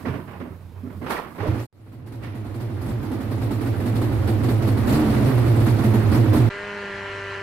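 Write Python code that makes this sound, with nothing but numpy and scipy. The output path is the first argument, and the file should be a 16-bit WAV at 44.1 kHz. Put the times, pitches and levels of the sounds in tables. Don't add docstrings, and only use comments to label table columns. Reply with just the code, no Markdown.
import sys
import numpy as np
from scipy import signal
from scipy.io import wavfile
from scipy.ndimage import uniform_filter1d

SR = 44100
rng = np.random.default_rng(int(sys.argv[2]) if len(sys.argv) > 2 else 0)


def master_out(mix):
    frames = np.transpose(np.atleast_2d(mix))
    ceiling = np.clip(frames, -1, 1)
    pcm = np.round(ceiling * 32767).astype(np.int16)
    wavfile.write(sys.argv[1], SR, pcm)


N = 327310
T = np.arange(N) / SR

# (frequency [Hz], L/R correlation [-])
GARAGE_COHERENCE = [(60, 0.97), (180, 0.85), (550, 0.63), (1650, 0.23), (4970, -0.16), (15000, 0.018)]
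# (frequency [Hz], L-R [dB])
RIDER_BALANCE = [(60, -9), (180, -5), (550, -8), (1650, -8.5), (4970, 0), (15000, 19)]
ENGINE_BALANCE = [(60, -12), (130, -4.5), (290, -7), (640, -7.5), (1410, -5.5), (3100, -1), (6820, 5.5),
                  (15000, 13.5)]
# (frequency [Hz], density [dB])
HISS_SPECTRUM = [(2060, -33), (3500, 5), (4340, 7), (6540, -2.5), (7010, 0.5), (10500, 1.5), (12900, 2),
                 (13500, -0.5), (15800, -8.5)]
# (start [s], end [s])
ENGINE_SPANS = [(1.38, 1.69), (1.727, 6.495)]
# (time [s], bang [dB], favoured pipe pitch [Hz], silencer boom [dB]; nan = last swell carries on)
IDLE_FIRINGS = [(1.385, -73, 307, -34), (1.439, -70, 307, -38), (1.468, -47, 307, -19),
                (1.504, -55, 306, -18.5), (1.54, -46.5, 306, -18), (1.594, -36, 300, np.nan),
                (1.721, -58, 251, -15), (1.784, -48.5, 251, -14), (1.86, -38, 263, -13.5),
                (1.919, -35, 267, -19), (2.005, -63, 250, -20), (2.062, -34.5, 250, -17.5),
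                (2.12, -33.5, 265, -17), (2.223, -35, 342, -18.5), (2.348, -37, 220, -15.5),
                (2.443, -40, 258, -26), (2.497, -55, 254, -19.5), (2.542, -36.5, 263, -15.5),
                (2.598, -34.5, 319, -15), (2.692, -46, 263, -18.5), (2.775, -63, 260, -19),
                (2.812, -36.5, 258, -18.5), (2.86, -37, 264, np.nan), (2.885, -35.5, 222, -16.5),
                (3.025, -39.5, 260, -25.5), (3.113, -36, 270, -21), (3.204, -38.5, 249, -29),
                (3.271, -56.5, 244, -20), (3.308, -36, 250, -17.5), (3.377, -46, 254, -18.5),
                (3.415, -36, 262, np.nan), (3.507, -34.5, 280, -20), (3.609, -37, 267, -22.5),
                (3.658, -37.5, 277, -16), (3.748, -48, 341, -19), (3.798, -40, 338, -22.5),
                (3.856, -35.5, 251, -18), (3.952, -36, 262, -14), (4.014, -35, 275, -19),
                (4.094, -54, 320, -16.5), (4.118, -41, 316, np.nan), (4.18, -53.5, 316, -17),
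                (4.226, -53.5, 316, -15), (4.273, -34, 358, -17), (4.402, -64, 264, -21),
                (4.431, -36.5, 264.8, -15), (4.485, -34, 272, -16), (4.618, -38.5, 250, -15),
                (4.672, -35.5, 263, -16.5), (4.771, -38.5, 258, -19.5), (4.829, -54.5, 231, -22),
                (4.871, -34, 232, -17), (4.891, -33.5, 274, np.nan), (4.921, -32.5, 311, -17.5),
                (4.948, -37.5, 300, -28.5), (5.099, -40, 209, -25), (5.14, -40, 214, -20.5),
                (5.201, -50, 211.9, -18.5), (5.256, -37.5, 262.4, -19), (5.295, -56, 252, -17.5),
                (5.373, -42, 263, np.nan), (5.462, -41.5, 305, -15.5), (5.558, -46, 225, -14),
                (5.601, -40, 256, -17), (5.661, -35.5, 297, -19.5), (5.786, -42, 260.8, -26),
                (5.836, -37.5, 207.8, -19), (5.936, -39, 222, -19.5), (6.018, -63, 306.3, -20),
                (6.115, -36, 309, -21.5), (6.144, -38, 315, -18), (6.258, -63, 319, -17),
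                (6.33, -36.5, 306, -22), (6.358, -38, 309.2, -19), (6.52, -56, 317, -27)]
# (time [s], rumble [dB], rattle [dB], hiss [dB])
ENGINE_FLOOR = [(1.38, -76, -42, -73), (1.46, -40, -30.5, -71), (1.5, -39, -31, -65), (1.69, -20, -18, -26),
                (1.73, -15, -23.5, -37), (2.04, -23, -29, -53), (2.2, -23, -28, -49), (4.8, -22, -29, -49),
                (5.0, -20.5, -24.5, -44), (5.7, -25, -29, -48.5), (6.5, -24.5, -29.5, -51.5)]

FULL_BANG_DB = -36
RING_DB, RING_SLOPE = -20.5, 0.55


def gain_of(db):
    return 10 ** (np.asarray(db) / 20)


def unit_rms(x):
    return x / np.sqrt(np.mean(x ** 2) + 1e-20)


def at_hz(points, hz):
    f, value = np.transpose(points)
    return np.interp(np.log(hz + 1), np.log(f + 1), value)


def level(rows, column=1):
    rows = np.array(rows, float)
    return gain_of(np.interp(T, rows[:, 0], rows[:, column], left=-150, right=-150))


def add(mix, start_s, sound):
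    part = mix[..., round(start_s * SR):][..., :sound.shape[-1]]
    part += sound[..., :part.shape[-1]]


def noise(spectrum, balance, patch_db, size=1024, coherence=GARAGE_COHERENCE):
    frames, hz = N // (size // 4) + 5, np.fft.rfftfreq(size, 1 / SR)
    a, b, c, d, patches = rng.standard_normal((frames, len(hz), 5)).T
    patches = unit_rms(uniform_filter1d(uniform_filter1d(patches, size=8, axis=0), size=8, axis=1))
    shared = np.clip(at_hz(coherence, hz), -1, 1)[:, None]
    left = a + 1j * b
    bins = np.array([left, shared * left + np.sqrt(1 - shared ** 2) * (c + 1j * d)])
    pan_db = np.outer([.5, -.5], at_hz(balance, hz))[..., None]
    bins *= gain_of(at_hz(spectrum, hz)[:, None] + patch_db * patches + pan_db)
    out = signal.istft(bins, nperseg=size, noverlap=size * 3 // 4)[1][:, :N]
    return out / np.sqrt(np.mean(out.mean(0) ** 2))


def ring(hz, db, t60_s, rise_s):
    t = np.arange(round(SR * t60_s)) / SR
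    start, shift = rng.random(2)
    phase = 2 * np.pi * (hz * t + start + np.array([[0], [0.064 * (shift - .5)]]))
    return gain_of(db - 60 * t / t60_s) * (1 - np.exp(-t / rise_s)) * np.sin(phase)


def firing_db(full_db, slope):
    return full_db + slope * (np.transpose(IDLE_FIRINGS)[1] - FULL_BANG_DB)


def bursts(db, rise_s, t60_s, floor=0):
    kicks = np.zeros(N)
    kicks[np.round(np.transpose(IDLE_FIRINGS)[0] * SR).astype(int)] = gain_of(2 * db)
    t = np.arange(SR // 2) / SR
    power = signal.oaconvolve(kicks, (1 - np.exp(-t / rise_s)) * gain_of(-120 * t / t60_s))[:N]
    return np.sqrt(abs(power) + floor ** 2)


def strokes(rows, column, rise_db_s, fall_db_s):
    db = [row[column] - np.where(T < row[0], rise_db_s, fall_db_s) * abs(T - row[0]) for row in rows]
    return gain_of(np.max(db, axis=0))


def garage_air(hum_hz=92, width_hz=5):
    # (time [s], level [dB])
    hum_curve = [(0.0, -33), (.2, -46.5), (.652, -40), (1.088, -39.5), (1.178, -55), (1.33, -60)]
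    # (frequency [Hz], density [dB])
    air_spectrum = [(12, -25), (25, -15), (90, 11.5), (200, 10), (300, 3), (420, -12.5), (1500, -18),
                    (4000, -31), (8000, -52), (13000, -34), (15800, -39)]
    band_hz = [hum_hz - width_hz / 2, hum_hz + width_hz / 2]
    bandpass = signal.butter(1, band_hz, "band", fs=SR, output="sos")
    hum = unit_rms(signal.sosfilt(bandpass, rng.standard_normal(N)))
    air = gain_of(-42.5) * noise(air_spectrum, RIDER_BALANCE, patch_db=5.1, size=2048)
    return air * (T < ENGINE_SPANS[0][1]) + level(hum_curve) * hum * gain_of([[-4], [3]])


def rider(bright_db=-30.5, dull_hz=3300):
    # (peak time [s], thud [dB], scrape [dB])
    shifts = [(0.0, -43, -44), (0.058, -29.5, -31), (0.141, -30, -36), (0.281, -43, -40), (.335, -41, -40),
              (0.402, -32.5, -39), (.465, -37, -45.5), (.59, -52, -56), (.763, -48, -53), (.845, -41, -59),
              (.86, -33.5, -52), (.9, -42, -46.5), (1.021, -31.5, -38.5), (1.066, -44, -31),
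              (1.105, -44, -23.5), (1.168, -40, -29.5), (1.215, -41, -36), (1.35, -58, -42.5),
              (1.385, -40, -38), (1.405, -42, -32.5), (1.48, -50, -33.5), (1.53, -48, -45), (1.6, -37, -41),
              (2.222, -40, -29), (2.236, -39, -18.5)]
    # (frequency [Hz], density [dB])
    thud_spectrum = [(65, -67), (110, 2), (161, -0.5), (254, -1.5), (384, -4.5), (471, -19), (600, -12),
                     (780, -45), (1320, -120)]
    scrape_spectrum = [(210, -13.5), (350, -1), (471, -30), (605, 26), (723, -17), (985, -3), (1490, -11.5),
                       (1920, -12.5), (6000, -32.5), (7800, -66), (13200, -120)]
    # (time [s], level [dB])
    cord_curve = [(0.0, -58.5), (.238, -64), (.75, -72), (1.0, -64), (1.092, -56), (1.101, -45),
                  (1.108, -39.5), (1.125, -44), (1.176, -50.5), (1.262, -64), (1.474, -57.5), (1.592, -57),
                  (1.62, -49)]
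    grain = unit_rms(gain_of(unit_rms(uniform_filter1d(rng.standard_normal(N), size=300))))
    scrape = noise(scrape_spectrum, RIDER_BALANCE, patch_db=1.6, size=256)
    thud = noise(thud_spectrum, RIDER_BALANCE, patch_db=1.6, size=512)
    thud *= strokes(shifts, 1, rise_db_s=604, fall_db_s=122)
    force = strokes(shifts, 2, rise_db_s=1800, fall_db_s=113)
    dull = signal.oaconvolve(scrape, signal.firwin(63, dull_hz, fs=SR)[None], "same")
    brightness = np.sqrt(np.minimum(force / gain_of(bright_db), 1))
    cord = level(cord_curve) * noise(HISS_SPECTRUM, RIDER_BALANCE, patch_db=0.83, size=256)
    return grain * (thud + force * (dull + brightness * (scrape - dull)) + cord)


def body_knocks(falloff_db_oct=57):
    # (time [s], level [dB], spot pitch [Hz])
    knocks = [(.053, -25, 1720), (0.067, -19, 250), (0.091, -19, 133), (0.151, -31, 133), (.338, -40, 825),
              (.4, -28.5, 250), (.462, -29.5, 250), (.762, -45, 950), (.835, -25, 250), (0.867, -24.5, 255),
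              (1.029, -26.5, 250), (1.066, -33, 1180), (1.106, -21.5, 935), (1.107, -41, 9000),
              (1.168, -27, 1920), (1.403, -28, 786), (1.428, -20.5, 426), (1.455, -17.5, 570)]
    # (frequency [Hz], t60 [s])
    body_modes = [(133, 0.17), (250, 0.15), (426, .2), (610, 0.12), (810, 0.15), (930, 0.061),
                  (1180, 0.037), (1920, .045), (9000, 0.017)]
    out = np.zeros((2, N))
    for start_s, db, spot_hz in knocks:
        for hz, t60_s in body_modes:
            mode = ring(hz, db - falloff_db_oct * abs(np.log2(hz / spot_hz)), t60_s, rise_s=.4 / hz)
            add(out, start_s, mode * gain_of(at_hz(RIDER_BALANCE, hz) * np.array([[.5], [-.5]])))
    return out


def rumble():
    # (frequency [Hz], density [dB])
    spectrum = [(11, -55), (25, -68), (60, -13.5), (95, -1.5), (135, -5.5), (190, -19), (260, -8),
                (430, -17), (550, -60), (900, -88)]
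    puffs = bursts(firing_db(RING_DB, RING_SLOPE), rise_s=.012, t60_s=.22, floor=level(ENGINE_FLOOR))
    return gain_of(-4) * puffs * noise(spectrum, ENGINE_BALANCE, patch_db=2.5, size=2048)


def panel_rattle():
    # (frequency [Hz], density [dB])
    spectrum = [(220, -11), (380, -3), (661, -10), (1160, -12), (1610, -16.5), (2100, -20.5), (2670, -24.5),
                (4290, -32), (6000, -40), (7800, -51), (13200, -120)]
    shake = bursts(firing_db(-23.5, 0.67), rise_s=.007, t60_s=.32, floor=level(ENGINE_FLOOR, column=2))
    crack = bursts(firing_db(-38, 1), rise_s=.002, t60_s=0.041)
    return np.hypot(shake, crack) * noise(spectrum, ENGINE_BALANCE, patch_db=0.6, size=256)


def exhaust_hiss():
    floor = level(ENGINE_FLOOR, column=3)
    puffs = bursts(firing_db(FULL_BANG_DB, 1), rise_s=0.014, t60_s=0.26, floor=floor)
    return puffs * noise(HISS_SPECTRUM, ENGINE_BALANCE, patch_db=2.3, size=256)


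def pipe_ring():
    # (frequency [Hz], level [dB], t60 [s])
    pipe_modes = [(210.9, 6, 0.37), (229.3, 13, 0.14), (263.6, 3, 0.33), (270, -7, 0.064), (306.6, 3, 0.25),
                  (336.4, -2, 0.52), (395.5, -0.5, 0.26), (465, -39, 0.53)]
    out = np.zeros((2, N))
    for (start_s, _, favoured_hz, _), db in zip(IDLE_FIRINGS, firing_db(RING_DB, RING_SLOPE)):
        for hz, mode_db, t60_s in pipe_modes:
            detune_db = min(80 * abs(np.log2(hz / favoured_hz)), 10.5)
            add(out, start_s, ring(hz, db + mode_db - detune_db, t60_s, rise_s=0.014))
    return out * gain_of([[-3], [1.5]])


def silencer_boom(choke_lag_s=.014, lift_share=0.1646, lift_decay_s=0.1045, sag_share=.07):
    # (time [s], base pitch [Hz])
    pitch_curve = [(1.4, 104.3), (1.75, 108), (2.6, 109.3), (3.3, 107.2), (4.2, 107.2), (4.8, 108.8),
                   (5.1, 120.6), (5.35, 120.7), (5.7, 111.5), (6.5, 110.2)]
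    fired_s, bang_db, _, boom_db = np.transpose(IDLE_FIRINGS)
    kick_s = fired_s + choke_lag_s
    swells = ~np.isnan(boom_db)
    start_s, boom_db = kick_s[swells], boom_db[swells]
    k = np.clip(np.searchsorted(start_s, T) - 1, 0, len(start_s) - 2)
    progress = np.clip((T - start_s[k]) / (start_s[k + 1] - start_s[k]), 0, 1)
    arch = .08 + .92 * np.sin(np.pi * progress ** .8) ** 1.4
    swell = np.sqrt(2) * gain_of(uniform_filter1d(boom_db[k], size=400)) * arch
    knock_rad = uniform_filter1d(np.cumsum(rng.choice([-1.5, 1.5], len(start_s)))[k], size=300)
    kicks = np.zeros(N)
    kicks[np.round(kick_s * SR).astype(int)] = np.minimum(gain_of(bang_db - FULL_BANG_DB), 1)
    lift = lift_share * signal.lfilter([1], [1, -np.exp(-1 / (lift_decay_s * SR))], kicks)
    lift -= uniform_filter1d(lift, size=SR // 2)
    hz = np.interp(T, *np.transpose(pitch_curve)) * (1 + lift + sag_share * (.5 - progress))
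    phase = 2 * np.pi * np.cumsum(hz) / SR + knock_rad + np.array([[.15], [0]])
    wave = np.sin(phase) + gain_of(-18.5) * np.cos(2 * phase) + gain_of(-17.5) * np.sin(3 * phase)
    return swell * wave * gain_of([[-5.5], [2.5]])


def surge():
    # (time [s], firing rate [Hz], third order [dB], fourth order [dB])
    curve = [(4.88, 71, -55, -49), (4.93, 73.55, -27, -32), (4.97, 76.83, -25.5, -24),
             (5.03, 75.85, -27, -19), (5.07, 72.04, -24, -33), (5.12, 70.25, -22, -26.5),
             (5.19, 69.5, -32, -37), (5.25, 69.4, -41, -29)]
    # (order [-], level re third order [dB])
    orders = [(1, -15), (2, -9), (5, -28), (6, -15.5)]
    phase = 2 * np.pi * np.cumsum(np.interp(T, *np.transpose(curve)[:2])) / SR
    tone = np.cos(3 * phase) + sum(gain_of(db) * np.cos(order * phase) for order, db in orders)
    out = level(curve, column=2) * tone + level(curve, column=3) * np.cos(4 * phase)
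    return np.sqrt(2) * out * gain_of([[-2.5], [2]])


def engine(bass_boost_db=8):
    bass = silencer_boom() + pipe_ring() + surge() + rumble()
    treble = panel_rattle() + exhaust_hiss()
    add(bass, start_s=1.478, sound=ring(hz=68.5, db=-23, t60_s=.12, rise_s=.006))
    running = sum((T > start_s) & (T < end_s) for start_s, end_s in ENGINE_SPANS)
    return running * (gain_of(bass_boost_db) * bass + treble)


def far_sled():
    # (time [s], firing rate [Hz])
    rate_curve = [(6.5, 197.8), (6.57, 201.7), (6.65, 203.8), (6.74, 203), (6.84, 200.6), (6.92, 197.9),
                  (7.0, 198.1), (7.2, 197.6), (7.42, 197)]
    orders = (3, 4, 5, 6, 7, 8, 10, 12, 14, 16, 17, 18, 19, 20, 22, 24, 26, 28, 30)
    orders_db = (-19, 0, -18, -5, -20, -20, -12, -11, -5, -6, -15, -5, -16, -7, -12, -15, -19, -21, -22)
    # (time [s], crank-speed drone [dB], firing tone [dB])
    drone_curve = [(6.5, -55, -58), (6.72, -56.5, -43.5), (6.92, -48.5, -44), (7.02, -44, -46),
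                   (7.15, -43, -81), (7.42, -43, -52)]
    # (frequency [Hz], density [dB])
    roar_spectrum = [(20, -21), (100, -14.5), (330, -20), (500, -17), (700, -21.5), (980, -11), (1270, -19),
                     (1700, -9), (2200, -17.5), (3000, -17), (3600, -30.5), (4100, -24.5), (4750, -31.5),
                     (8100, -41), (12000, -54), (15000, -68)]
    # (frequency [Hz], L/R correlation [-])
    field_coherence = [(60, 1.0), (240, 0.96), (950, 0.57), (3770, 0.67), (15000, 0.057)]
    # (frequency [Hz], L-R [dB])
    field_balance = [(60, -0.18), (240, 0.38), (950, 2.3), (3770, -0.63), (15000, 2.6)]
    crank_rad = np.pi * np.cumsum(np.interp(T, *np.transpose(rate_curve))) / SR
    tone = np.zeros(N)
    for order, db in zip(orders, orders_db):
        waver = np.interp(T, np.linspace(0, T[-1], num=50), rng.standard_normal(50))
        tone += gain_of(db + 1.2 * waver) * np.cos(order * crank_rad + .22 * waver)
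    firing = np.cos(2 * crank_rad)
    roar = noise(roar_spectrum, field_balance, patch_db=1.65, coherence=field_coherence)
    sled = gain_of(-2.5) * unit_rms(tone) + gain_of(-5) * roar * (1 + 0.033 * firing)
    drone = level(drone_curve) * np.cos(crank_rad) + level(drone_curve, column=2) * firing
    return (T > ENGINE_SPANS[1][1]) * gain_of(-32) * sled + np.sqrt(2) * drone


def scene():
    return rider() + body_knocks() + garage_air() + engine() + far_sled()


def record(dry):
    # (time [s], gain [-])
    fader = [(1.41, 1), (1.667, 0), (1.695, 0), (6.488, 1), (6.493, .1), (6.499, .02), (6.503, 1)]
    ceiling, split_hz, highpass_hz, edge_hz = 0.3, 1800, 12, 15780
    bass = signal.oaconvolve(dry, signal.firwin(255, split_hz, fs=SR)[None], "same")
    flat = bass / (1 + abs(bass / ceiling) ** 8) ** (1 / 8)
    flat = signal.sosfilt(signal.butter(1, highpass_hz, "high", fs=SR, output="sos"), flat)
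    faded = (flat + dry - bass) * np.interp(T, *np.transpose(fader))
    band_limit = signal.firwin(1023, edge_hz, window=("kaiser", 9), fs=SR)
    return signal.oaconvolve(faded, band_limit[None], "same")


dry = scene()
out = record(dry)
master_out(out)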